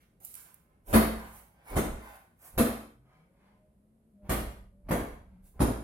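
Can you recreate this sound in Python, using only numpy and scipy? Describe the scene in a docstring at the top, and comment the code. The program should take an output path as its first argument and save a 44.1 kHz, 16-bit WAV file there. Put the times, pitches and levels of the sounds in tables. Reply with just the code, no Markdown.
"""A bare, tiled workshop: someone in flip-flops takes a few steps and beats dust off furniture with a cloth.
Soles tick and drag as fading or swelling grains of noise; waved cloth is a rush of air with a rubbing hiss.
Each stroke swishes in, lands in three crackling slaps, rings modes of wood and room, and sends a draught
to the microphone. Dense reflections answer the close sounds, but not the ring or the draught.
Far outside an engine enters partway, two wavering tones over a steady hush of filtered noise."""
import sys
import numpy as np
from scipy import signal
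from scipy.fft import rfft, irfft, next_fast_len
from scipy.io import wavfile

SR = 44100
rng = np.random.default_rng(int(sys.argv[2]) if len(sys.argv) > 2 else 0)


def to_wav(s):
    """Save 16-bit WAV."""
    ch = np.atleast_2d(s).T  # columns
    pcm = np.round(np.clip(ch, -1, 1) * 32767)  # PCM
    wavfile.write(sys.argv[1], SR, pcm.astype(np.int16))


N = 257334
TIME = np.arange(N) / SR
AGE = TIME[:SR]  # one second in the life of an event

# Hush of the room, tone before its level is set: f/Hz, level/dB
HUSH_TONE = [(20, -8.5), (55, 3.5), (90, -3), (180, -2), (300, -10.5), (600, -14.5), (800, -23.5),
             (1200, -28), (2500, -36.5), (6000, -44.5), (11000, -31.5), (13000, -38.5), (15000, -61.5)]
# Far engine, before its gains: t/s, firing rate f/Hz, level/dB, third harmonic level/dB
ENGINE_COURSE = [(2.98, 125, -73, -89.5), (3.106, 138.6, -66, -94), (3.254, 172, -68, -80.5),
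                 (3.496, 202.3, -67, -81), (3.664, 207, -74, -70), (3.77, 205, -69, -86.5),
                 (4.078, 222, -74, -93.5), (4.21, 201.4, -58, -61.5), (4.66, 188.4, -64.5, -85),
                 (4.752, 190.6, -61.5, -78), (4.8, 196, -67, -76), (5.27, 190.1, -67.5, -91),
                 (5.348, 182.4, -55, -80), (5.5, 188.5, -68, -92.5)]
# Reverberation, before the last of the tail is faded: f/Hz, t60/s
ROOM_DECAY = [(60, 0.5), (250, 0.58), (600, 0.64), (1500, 0.68), (3000, 0.71), (6000, 0.54), (11000, .57),
              (16000, 0.43)]
# The walker crosses from right to centre: t/s, delay at the left port/ms
WALKER_BEARING = [(0, 0.43), (1, 0.25), (2.6, .12), (4.3, .04), (5.8, 0.034)]
# Tone difference of the ports: f/Hz, right minus left level/dB
PORT_DIFFERENCE = [(70, 1.7), (180, -2.1), (500, 0.5), (1500, 0.5), (3000, -3), (6000, 2), (9500, 4),
                   (14000, 2.5)]
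# Fine rubbing and ticking, relative tone: f/Hz, level/dB
RUB_TONE = [(30, -41), (1500, -15.5), (4500, -16.5), (8000, -7), (11000, 1), (13500, -1.5), (16000, -8.5)]
# Rush of air, relative tone: multiple of the centre frequency, level/dB
AIR_TONE = [(.04, -18), (.4, -12.5), (.7, -5), (1, -4), (1.4, -7.5), (2.8, -15.5), (5, -25.5), (20, -44.5)]
# Narrow resonances nearby that sing with every rush of air: f/Hz, width/Hz, added level/dB
RESONANCES = [(770, 45, 0.5), (1028, 15, 6), (1560, 90, -1.5), (2200, 270, -2)]
# Flip-flop ticks, before room and port gains: t/s, level/dB, fade time/ms, tilt/(dB per octave)
SOLE_TICKS = [(0.2485, -52.5, 5, 7), (0.3418, -61, 1.1, -2), (0.353, -57, 1, 2), (0.5422, -64, 2.5, 9)]
# Soles drag over the tiles, before room and port gains:
# t/s of the peak, fall/s, air level/dB, air centre f/Hz, hiss level/dB
SOLE_SCUFFS = [(0.01, 0.045, -68.5, 1890, -72), (0.205, 0.022, -64.5, 495, -60.5),
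               (0.249, 0.13, -99, 900, -44.5), (0.358, 0.078, -58.5, 1320, -47),
               (0.458, 0.065, -61, 1120, -61.5)]
# Cloth lifted or shaken out between strokes, before room and port gains:
# t/s of the peak, rise/s, air level/dB, hiss level/dB
CLOTH_WAVES = [(0.716, 0.12, -69, -98), (0.91, 0.036, -52, -44.5), (1.24, 0.091, -44.5, -52.5),
               (1.358, 0.058, -54.5, -50), (1.607, 0.069, -60.5, -77.5), (1.705, 0.041, -45, -48.5),
               (2.068, 0.089, -45, -53.5), (2.15, 0.023, -56, -58), (2.457, 0.049, -54.5, -48.5),
               (3.144, 0.099, -61, -80.5), (3.458, 0.099, -61.5, -86), (5.329, 0.1, -68.5, -92),
               (5.467, 0.029, -74.5, -60)]
# Cloth smacking on wood, relative tone: f/Hz, level/dB
SMACK_TONE = [(30, -29.5), (150, -7), (260, 2.5), (450, -3), (680, -2.5), (850, -8), (1200, -8),
              (1600, -13), (2100, -14), (3000, -26.5), (5000, -34.5), (16000, -59)]
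# Snapping fibres, relative tone: f/Hz, level/dB
CRACKLE_TONE = [(30, -49.5), (1000, -15), (3500, -4.5), (5500, -9), (8000, -5.5), (10500, 2), (12500, 1.5),
                (15500, -9.5), (20000, -17)]
# Modes of the furniture, relative: f/Hz, t60/s, first spot level/dB, second spot level/dB
WOOD_MODES = [(178.4, 0.79, -22.5, -47), (216.7, 0.3, -5.5, -22), (220.7, 0.51, -4, -7),
              (242.5, 0.39, -27, 2.5), (291.3, 0.6, -32.5, -12), (352.4, 0.13, -6, -29.5),
              (478, 0.44, -26.5, -6), (535, 0.46, -17, -26), (672, 0.45, -14.5, -15),
              (1003, 0.33, -15.5, -36), (1145, .4, -21.5, -34.5), (1497, 0.65, -28, -34),
              (2070, 0.56, -35.5, -43)]
# Standing waves of the room, relative: f/Hz, t60/s, level/dB
ROOM_MODES = [(56.6, 0.75, 2.5), (60.6, 0.46, -12.5), (105.4, 1, -15), (122, 0.53, -9.5)]
# Rumble of moving air, relative tone: f/Hz, level/dB
DRAUGHT_TONE = [(15, -7.5), (35, 6.5), (65, -3), (110, -12), (250, -21.5), (1000, -103.5)]
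# Tip, body and trailing folds: thump half-width/ms, multiple of the stroke's fade time,
# crackle level/dB against the stroke's
SLAP_CONTACTS = [(3.3, 1.2, -1), (1.3, 1, -0.5), (1.8, 3, 0.5)]
# Strokes, levels before the gains of each layer: t/s, lead of the tip/ms,
# tip and trailing folds level/dB against the main slap, fade time of the main contact/ms,
# smack level/dB, smack tilt/(dB per octave), crackle level/dB, air thump level/dB, swing level/dB,
# wood level/dB, place (0 first spot, 1 second spot), room boom level/dB,
# draught level/dB, travel time of the draught/s, fade time of its eddies/s
CLOTH_STROKES = [(0.938, 9.2, -7, -1.5, 1.72, -26, 0.64, -32.5, -31, -41, -9.5, 0.065, -25.5, -43, 0.23, .12),
                 (1.767, 10, -5, -7.5, 2.9, -31.5, -0.1, -41, -29, -37, -26, 0.02, -33, -33.5, .15, .06),
                 (2.584, 6, 2, -1, 3.1, -34.5, 1, -38, -33, -56, -15, 0.8, -38.5, -52.5, 0.11, 0.09),
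                 (4.2947, 8, -23.5, 0, 3.87, -35.5, 1, -40.5, -34.5, -55, -27.5, 0.26, -28.5, -40, 0.18, 0.19),
                 (4.9089, 22, -11.5, -4, 1.92, -32, 0.5, -43.5, -31, -61, -24.5, 0.74, -33.5, -42.5, 0.12, 0.58),
                 (5.6047, 10.5, -17.5, -2.5, 0.68, -28.5, -1.87, -41, -28, -59, -34, 1, -26.5, -55, 0.084, 0.11)]

HUSH_DB = -67
ENGINE_FADE_S = 0.051  # it comes in just before its first point
ENGINE_DB, THIRD_DB = 2.5, 2.5  # gain of the firing tone and of its third harmonic
ENGINE_WOBBLE, THIRD_WOBBLE = 0.0291, 0.0057  # pitch wobble as a share of the frequency
# A far wall sends back a second bunch of reflections
WALL_ECHO_S, WALL_ECHO_SPREAD_S, WALL_ECHO_DB = 0.092, 0.0098, -12.5
PORT_GAP_M, TOP_HZ = 0.17, 16200
SCUFF_RISE = 0.18  # rise time as a share of the fall
WAVE_HZ, WAVE_FALL = 870, 0.8  # centre of the rush of air; fall time as a share of the rise
# The swing peaks just ahead of the slap; its hiss is set against its air
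SWING_LEAD_S, SWING_RISE_S, SWING_FALL_S, SWING_HZ, SWING_HISS_DB = 0.019, 0.035, 0.0058, 400, -21
THUMP_LEAD_S = 0.01  # room for the push before the thump's centre
TRAIL_S, RING_LAG_S = 0.014, 0.004  # after the main slap: folds land, wood starts to ring
PUSH_LEAD_S, PUSH_S, PUSH_DB = 0.038, 0.022, -13  # air ahead of the cloth; dB against the thump
DRAUGHT_S, EDDY_DB = 0.046, -7  # dB against the draught


def undb(db):
    """Decibels to gain."""
    return 10 ** (np.asarray(db) / 20)


def at_pitch(hz, points):
    """Read (Hz, value) points on a log-frequency axis."""
    f, value = np.transpose(points)
    return np.interp(np.log(np.maximum(hz, 1)), np.log(f), value)


def colour(x, points):
    """Minimum-phase filter with the given (Hz, dB) response, made by folding its cepstrum."""
    size = next_fast_len(len(x) + SR // 10) * 2
    gain = undb(at_pitch(np.fft.rfftfreq(size, 1 / SR), points))
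    cepstrum = irfft(np.log(gain))
    cepstrum[1:size // 2] *= 2
    cepstrum[size // 2 + 1:] = 0
    response = np.exp(rfft(cepstrum))
    return irfft(rfft(x, size) * response)[:len(x)]


def tilted(points, db_per_octave):
    """Tilt a tone towards the treble or the bass."""
    return [(hz, db + db_per_octave * np.log2(hz)) for hz, db in points]


def level(x, db):
    """Set the rms level."""
    return x * undb(db) / np.sqrt(np.mean(x ** 2))


def burst(x, db):
    """Give a short sound the energy of db held for a tenth of a second."""
    return x * undb(db) * np.sqrt(SR / 10 / np.sum(x ** 2))


def left_delay_ms(s):
    """Sound from the right reaches the left port later."""
    return np.interp(s, *np.transpose(WALKER_BEARING))


def add(out, s, x):
    """Mix x in at time s, a little later at the left port."""
    arrivals = (s + left_delay_ms(s) / 1000, s)
    for port, sound, when in zip(out, np.broadcast_to(x, (2, SR)), arrivals):
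        start = int(round(when * SR))
        lo, hi = max(start, 0), min(start + SR, N)
        port[lo:hi] += sound[lo - start:hi - start]


def walk(rate):
    """Slow random curve through rate knots a second, centred on zero."""
    knots = rng.standard_normal(int(N / SR * rate) + 2)
    return np.interp(TIME * rate, np.arange(len(knots)), knots)


def grains(spread_db):
    """A second of dense clicks whose strength changes every 16 samples."""
    size, strength = rng.standard_normal((2, SR))
    return size * undb(spread_db * np.repeat(strength, 16)[:SR])


def fade(ms):
    """Exponential fade with the given time constant."""
    return np.exp(-AGE * 1000 / ms)


def decay(t60):
    """Exponential decay that loses 60 dB in t60 seconds."""
    return np.exp(-np.log(1000) * AGE / t60)


def diffuse(size):
    """Noise from all sides at two spaced ports: alike in the bass, unrelated in the treble."""
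    likeness = np.sinc(2 * np.fft.rfftfreq(size, 1 / SR) * PORT_GAP_M / 343)  # speed of sound in m/s
    mid, side = rfft(rng.standard_normal((2, size))) * np.sqrt([1 + likeness, 1 - likeness])
    return irfft([mid + side, mid - side], size)


def room(x, direct_db, build_s=0.0033, early_db=1.0, early_s=0.011, end_s=0.38):
    """The direct sound, then reflections that thicken quickly and die away band by band."""
    field, tail = rfft(diffuse(SR)), 0
    octave = np.log2(np.clip(np.arange(field.shape[1]), 64, 16384))
    for k in range(6, 15, 2):  # overlapping bands centred on 2 ** k Hz
        band = irfft(field * np.maximum(1 - abs(octave - k) / 2, 0), SR)
        tail = tail + band * decay(at_pitch(2 ** k, ROOM_DECAY))
    # floor and nearby furniture crowd the first reflections
    tail = tail * (1 - np.exp(-AGE / build_s)) * (1 + undb(early_db) * np.exp(-AGE / early_s))
    tail *= 1 + undb(WALL_ECHO_DB) * np.exp(-((AGE - WALL_ECHO_S) / WALL_ECHO_SPREAD_S) ** 2)
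    # the last of the tail fades faster
    tail *= np.exp(-(AGE / end_s) ** 4)
    tail /= np.sqrt(np.sum(tail ** 2) / 2)
    tail[:, 0] += undb(direct_db)
    return signal.fftconvolve(tail, x[None], axes=1)[:, :SR]


def clutter(x, echo_db=-11.0, corner_hz=2500.0, count=8):
    """Chair legs and rails close by throw back the treble within a few milliseconds, which combs it."""
    hz = np.fft.rfftfreq(SR, 1 / SR)
    echoes = np.zeros(SR)
    delays = rng.integers(SR // 2000, SR // 130, count)
    echoes[delays] = undb(echo_db) * rng.choice([-1, 1], count)
    share = hz / (hz + corner_hz)
    comb = (1 + share * rfft(echoes)) / np.sqrt(1 + share ** 2 * np.sum(echoes ** 2))
    return irfft(rfft(x) * comb, SR)


def hush():
    """Diffuse coloured noise, alike at both ports only in the bass, with a slight waver in level."""
    noise = np.array([colour(port, HUSH_TONE) for port in diffuse(N)])
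    return level(noise, HUSH_DB) * undb(0.4 * walk(6))


def far_tone(hz, db, wobble):
    """A tone that arrives by many paths, so that it wavers and flutters."""
    phase = 2 * np.pi * np.cumsum(hz * (1 + wobble * walk(30))) / SR
    paths = 1 + 0.5 * (walk(25) + 1j * walk(24))
    return np.imag(paths * np.exp(1j * phase)) * undb(db + 1.5 * walk(14))


def far_engine():
    """The firing tone and its third harmonic climb in pitch, then ease back and hover."""
    s, *columns = np.transpose(ENGINE_COURSE)
    hz, db, third_db = (np.interp(TIME, s, column) for column in columns)
    firing = far_tone(hz, db + ENGINE_DB, ENGINE_WOBBLE)
    third = far_tone(3 * hz, third_db + THIRD_DB, THIRD_WOBBLE)
    comes_in = np.clip(1 + (TIME - s[0]) / ENGINE_FADE_S, 0, 1)
    return (firing + third) * comes_in


def flip_flops():
    """Rubber soles tick on gritty tiles close by: fading grains with a rubbing tone."""
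    out = np.zeros((2, N))
    for s, db, fade_ms, tilt_db in SOLE_TICKS:
        tick = colour(grains(2.0) * fade(fade_ms), tilted(RUB_TONE, tilt_db))
        ports = undb([[-9.0], [-5.0]])  # left, right
        add(out, s, room(burst(tick, db), direct_db=9.5) * ports)
    return out


def sing(x):
    """Add the narrow resonances that a rustle excites."""
    out = x
    for hz, width, db in RESONANCES:
        out = out + undb(db) * signal.lfilter(*signal.iirpeak(hz, hz / width, fs=SR), x)
    return out


def swish(s, rise, fall, air_db, air_hz, hiss_db):
    """Moving cloth or a dragging sole: a rush of air with the hiss of rubbing on top."""
    out = np.zeros((2, N))
    lead = 0.25  # s of run-up before the peak
    speed = np.exp(-((AGE - lead) / np.where(AGE < lead, rise, fall)) ** 2)
    air_tone = [(k * air_hz, db) for k, db in AIR_TONE]
    air = burst(sing(colour(grains(3.5) * speed, air_tone)), air_db)
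    hiss = burst(colour(grains(4.3) * speed, RUB_TONE), hiss_db)
    shade_db = 3.6 * left_delay_ms(s)  # the phone shades its far port
    ports = undb(np.array([[-shade_db], [shade_db]]) - 7.5)
    add(out, s - lead, room(clutter(air + hiss), direct_db=-2.5) * ports)
    return out


def scuffs():
    """A sole catches the floor quickly and slides to rest."""
    return sum(swish(s, SCUFF_RISE * fall, fall, air_db, air_hz, hiss_db)
               for s, fall, air_db, air_hz, hiss_db in SOLE_SCUFFS)


def waving():
    """The cloth stirs a rush of air as it is waved about between strokes."""
    return sum(swish(s, rise, WAVE_FALL * rise, air_db, WAVE_HZ, hiss_db)
               for s, rise, air_db, hiss_db in CLOTH_WAVES)


def gust(s, push_db, draught_db, travel_s, eddy_s):
    """A stroke pushes air ahead and sends a draught after it, whose eddies rumble on the microphone."""
    push = np.exp(-((TIME - s + PUSH_LEAD_S) / PUSH_S) ** 2)
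    since = TIME - s - travel_s
    draught = np.exp(-(since / DRAUGHT_S) ** 2)
    eddies = (since > 0) * undb(EDDY_DB) * np.exp(-abs(since) / eddy_s)
    strength = undb(push_db) * push + undb(draught_db) * np.maximum(draught, eddies)
    return strength * level(colour(rng.standard_normal(N), DRAUGHT_TONE), 0)


def ring(hz, t60, rise_s, turn):
    """One mode that swells and fades, with its own phase for each value of turn."""
    swell = 1 - np.exp(-(AGE / rise_s) ** 2)
    return np.sin(2 * np.pi * hz * (AGE + turn)) * swell * decay(t60)


def furniture(s, wood_db, place, boom_db):
    """The place of a blow decides which modes of the wood speak; the room booms along."""
    out = np.zeros((2, N))
    turn = rng.random() / 50  # s
    wood = sum(undb(np.interp(place, [0, 1], spots_db)) * ring(hz, t60, 0.012, turn)
               for hz, t60, *spots_db in WOOD_MODES)
    boom = sum(undb(db) * ring(hz, t60, 0.005, turn) for hz, t60, db in ROOM_MODES)
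    add(out, s, undb(wood_db) * wood + undb(boom_db) * boom)
    return out


def folds(fade_ms):
    """Many folds land within milliseconds: a scatter of clicks evened out to equal strength at every pitch."""
    clicks = rfft(grains(4.0) * fade(fade_ms))
    return irfft(clicks / abs(clicks), SR) * (AGE < 0.15)


def slap(thump_db, width_ms, smack_db, tilt_db, crackle_db, fade_ms):
    """Trapped air is pushed out and sucked back while folds smack and fibres crackle: (thump, room sound)."""
    u = (AGE - THUMP_LEAD_S) * 1000 / width_ms
    thump = burst(-u * np.exp(-u ** 2 / 2), thump_db - 6.0)
    smack_tone = tilted(SMACK_TONE, tilt_db)  # a slack cloth lands duller
    smack = burst(colour(folds(fade_ms), smack_tone), smack_db)
    crackle = burst(colour(grains(7.0) * fade(fade_ms), CRACKLE_TONE), crackle_db)
    return thump, room(clutter(smack + crackle) + undb(-1.0) * thump, direct_db=-12.5)


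def slaps(s, lead_ms, tip_db, trail_db, fade_ms, smack_db, tilt_db, crackle_db, thump_db):
    """The tip of the cloth lands first, then its body, then the trailing folds."""
    out = np.zeros((2, N))
    landings = [(s - lead_ms / 1000, tip_db), (s, 0), (s + TRAIL_S, trail_db)]
    for (when, db), (width_ms, longer, fibre_db) in zip(landings, SLAP_CONTACTS):
        thump, sound = slap(thump_db + db, width_ms, smack_db + db, tilt_db,
                            crackle_db + fibre_db + db, longer * fade_ms)
        add(out, when - THUMP_LEAD_S, thump)
        add(out, when, sound)
    return out


def stroke(s, lead_ms, tip_db, trail_db, fade_ms, smack_db, tilt_db, crackle_db, thump_db,
           swing_db, wood_db, place, boom_db, draught_db, travel_s, eddy_s):
    """One stroke of the cloth: it swings in, slaps, rings the wood and stirs the air."""
    swing = swish(s - SWING_LEAD_S, SWING_RISE_S, SWING_FALL_S,
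                  swing_db, SWING_HZ, swing_db + SWING_HISS_DB)
    landing = slaps(s, lead_ms, tip_db, trail_db, fade_ms, smack_db, tilt_db, crackle_db, thump_db)
    ringing = furniture(s + RING_LAG_S, wood_db, place, boom_db)
    wind = gust(s, thump_db + PUSH_DB, draught_db, travel_s, eddy_s)
    return swing + landing + ringing + wind


def scene():
    """Everything at the two microphone ports, from the background to the beating."""
    background = hush() + far_engine()
    steps = flip_flops() + scuffs()
    beating = waving() + sum(stroke(*row) for row in CLOTH_STROKES)
    return background + steps + beating


def record(dry):
    """The two ports colour the sound differently, and the phone cuts the deepest bass and the top."""
    ports = [colour(x, [(hz, side * db / 2) for hz, db in PORT_DIFFERENCE])
             for x, side in zip(dry, (-1, 1))]
    bass_cut = signal.butter(1, 28.0, "high", fs=SR, output="sos")
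    top_cut = signal.ellip(10, 0.2, 80, TOP_HZ, fs=SR, output="sos")
    return signal.sosfilt(top_cut, signal.sosfilt(bass_cut, np.array(ports)))


dry = scene()
out = record(dry)
to_wav(out)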